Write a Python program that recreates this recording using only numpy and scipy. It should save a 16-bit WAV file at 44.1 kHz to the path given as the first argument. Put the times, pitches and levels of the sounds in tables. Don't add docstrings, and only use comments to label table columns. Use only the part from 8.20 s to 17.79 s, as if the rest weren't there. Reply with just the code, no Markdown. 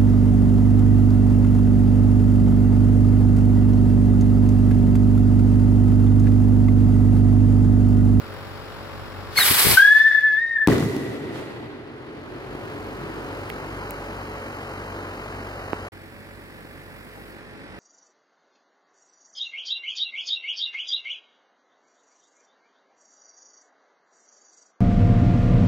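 import sys
import numpy as np
from scipy import signal
from scipy.fft import rfft, irfft, next_fast_len
from scipy.io import wavfile
from scipy.ndimage import uniform_filter1d, map_coordinates

SR = 44100
rng = np.random.default_rng(int(sys.argv[2]) if len(sys.argv) > 2 else 0)


def voltage_ratio(level):
    return 10 ** (np.asarray(level, float) / 20)


def inscribe(sig):
    pcm = np.round(np.clip(np.atleast_2d(sig).T, -1, 1) * 32767)
    wavfile.write(sys.argv[1], SR, pcm.astype(np.int16))


N = 422919
T = np.arange(N) / SR
TOP_HZ = 15870

# multiple, level_db
ENGINE_LINES = [(1, 2.5), (2, 1.5), (3, -8.5), (4, -15.5), (5, -8), (6, -9), (7, -7.5), (8, -11), (9, -3.5),
                (10, -11.5), (11, -8.5), (12, -6), (17, -13), (18, -27.5)]
# from_s, turn_in_s, to_s, turn_out_s
HEADINGS = [
    (-1, 1, 1.6, .2),
    (1.6, .2, 7.7, .001),
    (7.7, .001, 11, 1),
]
# body_over_drone_db, hiss_over_drone_db, treble_likeness (0-1)
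HEADING_MIX = [
    (10, -10, 0.5),
    (11, -8, 1),
    (11, -5.5, 0.74),
]
# freq_hz, density_db (per Hz)
DRONE_BODY = [
    [(29, -38.5), (50, -5.5), (97, 0), (150, -8), (426, -13), (663, -12), (1310, -11.5), (2200, -19.5),
     (5320, -28), (6000, -40.5), (13200, -120)],
    [(29, -31.5), (50, 0.5), (107, -6), (188, -7), (418, -5.5), (1340, -7), (3040, -18.5), (3490, -28),
     (4180, -25.5), (6000, -37), (13200, -120)],
    [(29, -28), (50, -5), (329, -6.5), (378, -11), (1310, -15.5), (1800, -11.5), (2450, -17.5),
     (2950, -23.5), (3900, -26.5), (5110, -30), (6000, -36), (13200, -120)],
]
# freq_hz, density_db (per Hz)
CROP_HISS = [
    [(2940, -25), (5000, -12.5), (6190, -7.5), (6960, -4), (9280, -9.5), (11100, -3.5), (16000, -10)],
    [(2940, -27.5), (5000, -3), (5430, -10), (7000, -7.5), (7900, -13.5), (8670, -9.5), (10400, -13.5),
     (11700, -14.5), (14100, -10), (16000, -26)],
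    [(2940, -28.5), (5000, -4.5), (6100, -16.5), (6800, -6.5), (8380, -6.5), (9280, -7), (14000, -10),
     (16000, -11)],
]
# freq_hz, left_minus_right_db
HEADING_LEAN = [
    [(60, 2.5), (150, 4), (380, 6), (950, 0.5), (2380, 1), (5980, 6.5), (15000, -8)],
    [(60, 4.5), (180, 0), (550, 2.5), (1650, -1), (4970, 4.5), (15000, -8.5)],
    [(60, -9), (180, 0), (550, 0.5), (1650, -3.5), (4970, 1), (15000, -10.5)],
]
# freq_hz, left_lead_rad
HEADING_LEAD = [
    [(0, -2), (2500, 1.8), (3530, 4), (5250, 4.5), (7150, 12.5), (10800, 10.5), (11700, 15), (16300, 20.5)],
    [(0, 0), (3530, 4), (4220, 6.5), (7410, 8.5), (9130, 12.5), (10800, 19), (16300, 34)],
    [(0, -1), (1380, -1.5), (6120, -6), (7410, -9.5), (8350, -10.5), (9990, -17), (16300, -23)],
]
# freq_hz, shared_part (0-1)
PORT_LIKENESS = [(60, 1), (300, 0.99), (1000, 0.75), (2500, 0.87), (8000, 0.38), (15000, 0.67)]
# start_s, drone_db, treble_db
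CAMERA_GAIN = [(0, -50, 1), (1.15, -49.5, -1), (1.3, -62, 2.5), (2.3, -64.5, 1), (2.6, -62.5, 6.5),
               (3.6, -60.5, -10), (4.45, -51, -1.5), (5.3, -48, -2), (5.7, -47.5, -2.5), (7.69, -48, -3),
               (7.72, -57, 0), (9.1, -56, 2), (9.25, -56.5, -6.5), (9.59, -54.5, -9.5)]

# start_s, peak_db, centre_hz, t60_s, left_minus_right_db
BODY_CLICKS = [(.14, -34.5, 10070, 0.0099, 4.5), (1.1598, -20.5, 1780, 0.0036, 0),
               (1.85, -41.5, 12500, .0049, -4), (2.01, -34.5, 12440, .006, -2),
               (5.294, -36.5, 10900, 0.036, -8.5), (5.301, -23.5, 2440, 0.0093, -13),
               (5.301, -28.5, 12480, .008, -2.5), (5.7079, -15, 12400, 0.0028, -7.5),
               (5.7079, -29.5, 2700, .006, -7), (5.708, -30.5, 900, .003, -4),
               (7.5318, -28.5, 2170, 0.001, -13.5)]

# start_s, level_db
THRUST = [
    (1.1, -72),
    (1.15, -53.5),
    (1.18, -28),
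    (1.21, -24),
    (1.535, -22.5),
    (1.57, -30.5),
    (1.63, -43),
    (1.9, -60),
    (2.455, -86),
]
# start_s, length_s, level_db
GUSTS = [
    (1.306, .012, -29),
    (1.45, .003, -24),
    (1.465, .008, -21.5),
    (1.485, 0.058, -23),
]
# freq_hz, density_db (per Hz)
BUFFET_SPECTRUM = [(24, -52), (40, -24.5), (92, -2), (187, -9), (235, -7.5), (408, -6.5), (700, -13.5),
                   (910, -41), (1540, -120)]
ROAR_SPECTRUM = [(290, -20.5), (500, -12.5), (761, -6.5), (1310, -4), (1900, -2), (3300, -4), (4650, -2.5),
                 (7000, -15.5), (9100, -34.5), (15400, -120)]
SIZZLE_SPECTRUM = [(3240, -32.5), (5500, -10), (5960, -15), (7000, -11.5), (8330, -3), (9530, -6),
                   (11300, -0.5), (14900, -6.5), (16000, -11)]
# freq_hz, left_minus_right_db
EXHAUST_LEAN = [(60, 26), (200, 20), (380, 15), (700, 1.5), (1290, 0.5), (2380, 8), (4400, 2.5),
                (8120, -1.5), (15000, -4)]
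# freq_hz, left_lead_rad
ROAR_PHASE = [(0, -1), (2400, 1), (3000, 5), (4600, 4.5), (8000, 3.5)]

# start_s, pitch_hz, octave_db
SQUEAL_GLIDE = [(1.162, 2165, -40.5), (1.176, 2178, -17), (1.179, 2180, -26.5), (1.186, 2181, -17),
                (1.197, 2140, -28.5), (1.212, 1990, -20), (1.226, 1862, -24), (1.233, 1880, -18.5),
                (1.238, 1850, -39)]
# start_s, centre_hz, level_db, t60_s
BARKS = [
    (1.187, 1470, -12.5, 0.053),
    (1.199, 1846, -17, 0.19),
    (1.262, 1500, -30.5, 0.13),
]

# start_s, pitch_hz
WHISTLE_PITCH = [
    (1.575, 1535),
    (1.645, 1665),
    (1.72, 1722),
    (1.85, 1765),
    (2.155, 1725),
    (2.225, 1860),
    (2.333, 1850),
    (2.375, 1772),
    (2.46, 1755),
]
# start_s, next_crest_db, ground_share (0-1)
RAY_FADES = [(1.569, -2, 0.7), (1.591, -4.5, 1), (1.616, -5.5, 0.64), (1.643, -4.5, 0.7), (1.67, -6, 1),
             (1.699, -5.5, 0.5), (1.744, -6, 0.77), (1.793, -7, 0.96), (1.835, -7.5, 0.7), (1.909, -9, 0.6),
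             (1.921, -17, 1), (1.941, -8, 0.76), (1.971, -9.5, 0.77), (2.007, -22, 1), (2.02, -10, 0.3),
             (2.124, -14, 0.28), (2.166, -13.5, 0.4), (2.209, -16, 1), (2.241, -16.5, 0.02),
             (2.259, -20.5, 1), (2.275, -23, 0.2), (2.29, -21, 0.6), (2.306, -17, 0.9), (2.326, -20.5, 0.4),
             (2.351, -13, 1), (2.383, -14.5, 0.8), (2.395, -13.5, 1), (2.462, -16.5, 0.6)]
# multiple, start_db, loss_db (after 1 s of climb), loss_bend
OVERTONES = [(2, -24, 33, .9), (3, -27, 44, .5), (4, -44, 44, 1.2), (5, -43, 56, .9), (6, -46, 60, .9),
             (7, -50, 60, .9)]

# start_s, level_db, ring_hz (negative starts
BANGS = [(2.473, -13, 695, 0.68), (2.475, 4, 270, 0.6), (2.4838, 4, -800, 0.37), (2.485, 2.5, 280.5, 0.66),
         (2.4908, 2, 160, 0.5), (2.5001, -19, 259.5, 0.69), (2.5109, -10, 248, 2.3),
         (2.517, -16.5, 1900, 8), (2.524, -15.5, 1620, 4), (2.5285, -17, 1300, 1), (2.5251, -5, 279, 0.9),
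         (2.531, -10, 261, 0.6), (2.5346, -3.5, -260, 1), (2.544, -9, 260.5, 0.8), (2.5556, -10, 199, 0.9),
         (2.582, -9, 333, 1.5), (2.598, -12, 267, 1), (2.6056, -7, 261.5, 0.83), (2.6373, -11, 222, 0.8),
         (2.652, -13, 222.5, 0.83), (2.6268, -10, 1060, 0.42), (2.66, -11, 200, 0.84),
         (2.765, -13, 274, 1.6), (4.35, -18, 360, 1.3), (7.5321, -3, 853, 0.48), (7.533, -10, -330, 0.34),
         (1.303, -17, 98.5, 1.2)]
# ring_hz, level_db
CRACK_LEVEL = [(95, -60), (160, -30), (300, -14), (1000, -20.5)]
# start_s, rumble_db
ROLLING = [
    (2.487, -16),
    (2.65, -24.5),
    (2.7, -27),
    (3.05, -30),
    (3.35, -33.5),
    (3.68, -39),
    (4.3, -35.5),
    (5, -35),
    (6.6, -48),
]
# freq_hz, density_db (per Hz)
RUMBLE_SPECTRUM = [(29, -56), (50, -16.5), (130, -1), (177, -11), (284, -2), (428, -2.5), (571, -25.5),
                   (650, -38), (840, -45), (1430, -120)]
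RUSH_SPECTRUM = [(290, -29), (500, -0.5), (1070, -8), (1700, -10.5), (2140, -12), (2800, -15.5),
                 (4500, -21.5), (5850, -37), (9900, -120)]
AIR_SPECTRUM = [(2060, -33.5), (3500, -1.5), (3950, -2.5), (7000, -6.5), (9380, -9), (11300, -8.5),
                (14400, -16.5), (16000, -24)]
THUD_SPECTRUM = [(50, -29.5), (110, 2.5), (170, -6), (300, -59)]
# freq_hz, density_db (per Hz)
LATE_ECHO = [(1600, -41.0), (1840, -6.5), (1950, -8.0), (2050, -8), (2200, -48.0), (3000, -120)]
EARLY_ECHO = [(1700, -38), (1950, 1), (2300, -13.5), (2800, -20.5), (4000, -120)]


def unit(x):
    return x / np.sqrt(np.mean(x ** 2) + 1e-20)


def along(points, hz):
    f, v = np.transpose(points)
    return np.interp(np.log(hz + 1), np.log(f + 1), v)


def curves(rows, rest=-120):
    s, *cols = np.transpose(rows)
    return [np.interp(T, s, c, rest, rest) for c in cols]


def blip(start, length, db, rise_db_s, fall_db_s):
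    return db - rise_db_s * np.maximum(start - T, 0) - fall_db_s * np.maximum(T - start - length, 0)


def bump(centre_s, width_s):
    return np.exp(-((T - centre_s) / width_s) ** 2)


def wobble(rate):
    return map_coordinates(rng.standard_normal(int(N * rate / SR) + 4), [T * rate])


def phase(hz):
    return 2 * np.pi * np.cumsum(hz) / SR


def filtered(x, response):
    m = next_fast_len(x.shape[-1] + 8192)
    return irfft(rfft(x, m) * response(np.fft.rfftfreq(m, 1 / SR)), m)[..., :x.shape[-1]]


def sides(db):
    return voltage_ratio(np.array([db, -db]) / 2)


def add_at(out, start_s, sound):
    out[:, round(start_s * SR):][:, :sound.shape[1]] += sound


def stereo_noise(spectrum, lead, lean=((1, 0),), grit_db=0, alike=1):
    noise = rng.standard_normal((3, N)) * voltage_ratio(grit_db * wobble(900))

    def share(hz):
        return np.clip(along(PORT_LIKENESS, hz) * alike ** np.minimum(hz / 2000, 1), 0, 1)

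    def ahead(hz):
        return np.exp(.5j * np.interp(hz, *np.transpose(lead)) * np.array([[1], [-1]]))

    def colour(hz):
        return voltage_ratio(along(spectrum, hz)) * sides(along(lean, hz))

    shared = filtered(noise[:1], lambda hz: colour(hz) * ahead(hz) * np.sqrt(share(hz)))
    own = filtered(noise[1:], lambda hz: colour(hz) * np.sqrt(1 - share(hz)))
    pair = shared + own
    return pair / np.std(pair.mean(0))


def field():
    firing_hz = 47.55
    hiss_follows = 0.44
    drone_db, treble_db = curves(CAMERA_GAIN)
    turn = phase(firing_hz + 0.082 * wobble(1))
    lines = sum(voltage_ratio(db + 2.1 * wobble(6)) * np.sin(k * turn + rng.uniform(0, 2 * np.pi))
                for k, db in ENGINE_LINES)
    throb = 1 + 0.16 * np.cos(turn)
    out = voltage_ratio(drone_db + 6.5) * lines[None]
    views = zip(HEADINGS, HEADING_MIX, DRONE_BODY, CROP_HISS, HEADING_LEAD, HEADING_LEAN)
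    for (start, rise, end, fall), (body_db, hiss_db, alike), body, hiss, lead, lean in views:
        ramp = np.minimum((T - start) / rise, (end - T) / fall)
        facing = np.sqrt(np.clip(.5 + ramp, 0, 1))
        noise = voltage_ratio(drone_db + body_db + .25 * wobble(14)) * stereo_noise(body, lead, lean, 0.5, alike)
        leaves = stereo_noise(hiss, lead, lean, 1, alike)
        top = filtered(leaves, lambda f: 1 / (1 + (11500 / (f + 1)) ** 12))
        leaves = leaves + (voltage_ratio(treble_db) - 1) * top
        out = out + facing * throb * (noise + voltage_ratio(drone_db + hiss_db + hiss_follows * treble_db) * leaves)
    return out


def camera_clicks():
    out, t = np.zeros((2, N)), T[:SR // 20]
    for s, db, hz, t60, pan_db in BODY_CLICKS:
        width_hz = 0.69 * hz * (hz / 10000) ** 0.34
        snap = rng.standard_normal(len(t)) + 1.3 * rng.standard_normal((2, len(t)))
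        snap *= voltage_ratio(-60 * t / t60)
        snap[:, 0] += 8
        snap = filtered(snap, lambda f: (1j * f * width_hz / (hz * hz - f * f + 1j * f * width_hz)) ** 2)
        add_at(out, s, voltage_ratio(db) * sides(pan_db)[:, None] * snap / np.abs(snap).max())
    return out


def jet():
    full_db, roar_db, buffet_db = -20.5, -21, -40.5
    roar_follows = 0.65
    thrust_db = curves(THRUST)[0] - full_db
    surge, lead = wobble(70), [(0, -0.5), (16000, 1.5)]
    gusts = sum(voltage_ratio(blip(*row, 1999.5, 1201)) for row in GUSTS)
    blast = (voltage_ratio(buffet_db + thrust_db) + gusts) * voltage_ratio(3.4 * wobble(60.33))
    buffet = blast * stereo_noise(BUFFET_SPECTRUM, lead, EXHAUST_LEAN, alike=1e-5)
    roar_gain = voltage_ratio(roar_db + roar_follows * thrust_db + 1.4 * surge)
    roar = roar_gain * stereo_noise(ROAR_SPECTRUM, ROAR_PHASE, EXHAUST_LEAN, alike=.75)
    sizzle_gain = voltage_ratio(full_db + thrust_db + 2.5 + 1.0 * surge)
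    sizzle = sizzle_gain * stereo_noise(SIZZLE_SPECTRUM, lead, EXHAUST_LEAN, grit_db=1.0, alike=0.37)
    return buffet + roar + sizzle


def squeal():
    catch_s, catch_length_s = 1.178, 0.007
    hz, octave_db = curves(SQUEAL_GLIDE)
    first_db = blip(catch_s, catch_length_s, -12, 7499, 7499)
    upper_db = blip(catch_s - .004, catch_length_s + .004, -33, 1800, 1800)
    turn = phase(hz + 12 * wobble(320))
    out = voltage_ratio(first_db) * np.sin(turn)
    out += voltage_ratio(octave_db + 6 + 2.5 * wobble(200)) * np.sin(2 * turn)
    out += voltage_ratio(upper_db) * (np.sin(3 * turn) + np.sin(4 * turn) + np.sin(5 * turn))
    for s, tube_hz, db, t60 in BARKS:
        gas = unit(filtered(rng.standard_normal(N), lambda f: 1 / (1 + ((f - tube_hz) / 300) ** 2)))
        out += (T > s) * voltage_ratio(db - 60 * np.abs(T - s) / t60) * gas
    return np.array([out, np.roll(out, 1)]) * sides(1.5)[:, None]


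def whistle():
    end_s, left_db = 2.468, 2.5
    s, crest_db, ground = np.transpose(RAY_FADES)
    crest = s + np.minimum(0.44 * np.diff(s, append=s[-1] + .015), .028)
    climb = np.maximum(T - s[0], 0)
    turn = phase(np.interp(T, *np.transpose(WHISTLE_PITCH)) + 12 * wobble(150))
    waves = np.interp(T, np.ravel([s, crest], "F"), np.arange(2 * len(s)) / 2)
    gap = 2 * np.pi * (waves + np.array([[.08], [-.08]]))
    share = np.clip(np.interp(T, s, ground), 0, 1)
    port = np.array([[.3], [-.3]])

    def rays(k, ground_share, back=0):
        direct = k * (turn + port - back)
        return (np.sin(direct) - ground_share * np.sin(direct + k * gap)) / (1 + ground_share)

    out = voltage_ratio(np.interp(T, crest, crest_db) + 0.31 * wobble(67)) * rays(1, share, gap / 2)
    third_dip_db = 12 * bump(1.75, .045)
    for k, db, loss_db, bend in OVERTONES:
        level_db = db - loss_db * climb ** bend - third_dip_db * (k == 3)
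        out += voltage_ratio(level_db + k * 1.3 * wobble(70)) * rays(k, .35)
    out *= sides(left_db + 1.5 * wobble(27))
    out *= np.clip((T - 1.5705) / 0.0023, 0, 1) * np.clip((end_s - T) / .004, 0, 1)
    leaves = rng.standard_normal((2, SR // 4)) * voltage_ratio(-60 * T[:SR // 4] / 0.32)
    scattered = signal.fftconvolve(out, leaves / np.linalg.norm(leaves[0]), axes=1)[:, :N]
    halo = filtered(rng.standard_normal((2, N)), lambda f: 1 / (1 + (f / 260) ** 4))
    halo_db = -20.5 + 10 * bump(1.93, .025)
    return out * (1 + voltage_ratio(halo_db) * unit(halo)) + voltage_ratio(-19) * scattered


def rolling_echo():
    burst_s, burst_db = ROLLING[0]
    rumble_db, = curves(ROLLING)
    trees_s, rise_s, fall_s = 3.15, 0.017, .4
    trees_db = 10 * np.exp(-np.maximum((trees_s - T) / rise_s, (T - trees_s) / fall_s))
    rush_db = -28 + 0.99 * (rumble_db - burst_db) + 0.47 * trees_db
    air_db = blip(burst_s, 0, -42, 9000, 32) + trees_db
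    echo_db = blip(burst_s, 0, -40, 9000, 18)
    peal, lead = wobble(25), [(0, 0), (16000, 14.5)]
    out = voltage_ratio(rumble_db - 2.0 + 1.0 * peal) * stereo_noise(RUMBLE_SPECTRUM, lead, alike=.15)
    rush_gain = voltage_ratio(rush_db + .6 * peal + 1.2 * wobble(80))
    out += rush_gain * stereo_noise(RUSH_SPECTRUM, lead, grit_db=0.5, alike=0.29)
    out += voltage_ratio(air_db + .4 * peal) * stereo_noise(AIR_SPECTRUM, lead, grit_db=1.0, alike=0.14)
    out += voltage_ratio(echo_db - 3) * stereo_noise(LATE_ECHO, lead, alike=0.63)
    out += voltage_ratio(blip(burst_s, 0.19, -23.5, 9000, 260)) * stereo_noise(THUD_SPECTRUM, lead)
    out += voltage_ratio(blip(1.98, 0.16, -45.5, 60, 40)) * stereo_noise(EARLY_ECHO, lead, alike=.5)
    for hz in [1870, 1945, 2010]:
        turn = phase(hz + 28 * wobble(14))
        out += voltage_ratio(echo_db - 7 + 5 * wobble(13)) * np.sin(turn + rng.uniform(0, 2, (2, 1)))
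    return out


def burst():
    shock_db, crack_loss_db_s = 14.5, 12
    pop_s, pop_left_db = 6.6, -9.5
    first_s = BANGS[0][0]
    out, t = np.zeros((2, N)), T[:SR // 20]
    for (s, db, hz, cycles), pan_db in zip(BANGS, rng.normal(0, 2, len(BANGS))):
        crack_db = along(CRACK_LEVEL, abs(hz)) - crack_loss_db_s * (s - first_s) + shock_db * (s == first_s)
        pan_db = pop_left_db if s > pop_s else pan_db
        ring = np.sin(2 * np.pi * hz * t) * np.exp(-t * abs(hz) / cycles)
        push = voltage_ratio(db - 2.0) * ring * (1 - np.exp(-t / 0.0001))
        grains = filtered(rng.standard_normal((2, len(t))), lambda f: 1 / (1 + f / 3000))
        crack = voltage_ratio(crack_db - 60 * t / 0.01) * grains
        add_at(out, s, sides(pan_db)[:, None] * (push + crack))
    return out


def thinned(x):
    from_s, from_hz, to_hz = 5.32, 2400, TOP_HZ - 2000
    hz, s, z = signal.stft(np.array([x[0] + x[1], x[0] - x[1]]) / 2, SR, nperseg=2048)
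    power = uniform_filter1d(np.abs(z) ** 2, size=12, axis=1)
    power = uniform_filter1d(power, size=3, axis=2)
    band_db = np.repeat(10 * np.log10(power[:, 4::8] + 1e-20), 8, axis=1)
    band_db = np.pad(band_db, ((0, 0), (0, len(hz) - band_db.shape[1]), (0, 0)), "edge")
    over_db = band_db - uniform_filter1d(band_db, size=140, axis=1)
    limit_db = -5.2 + .24 * np.minimum(hz / 1000, 8)
    weak = over_db < limit_db[:, None]
    weak &= ((hz > from_hz) & (hz < to_hz))[:, None] & (s > from_s)
    mid, side = signal.istft(z * ~weak, SR, nperseg=2048)[1][:, :N]
    return np.array([mid + side, mid - side])


def scene():
    return field() + camera_clicks() + jet() + squeal() + whistle() + rolling_echo() + burst()


def top_cut(x):
    return signal.sosfilt(signal.butter(12, 16680, fs=SR, output="sos"), x)


def record(dry):
    gap_start_s, gap_end_s = 7.6865, 7.7195
    wet = filtered(dry, lambda f: (1j * f / (40 + 1j * f)) ** 3 * (f < TOP_HZ))
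    wet = wet / (1 + np.abs(wet / .92) ** 6) ** (1 / 6)
    gate = np.clip(np.maximum((gap_start_s - T) / .002, (T - gap_end_s) / 0.0031), 0, 1)
    return top_cut(thinned(wet) * gate)


dry = scene()
out = record(dry)
inscribe(out)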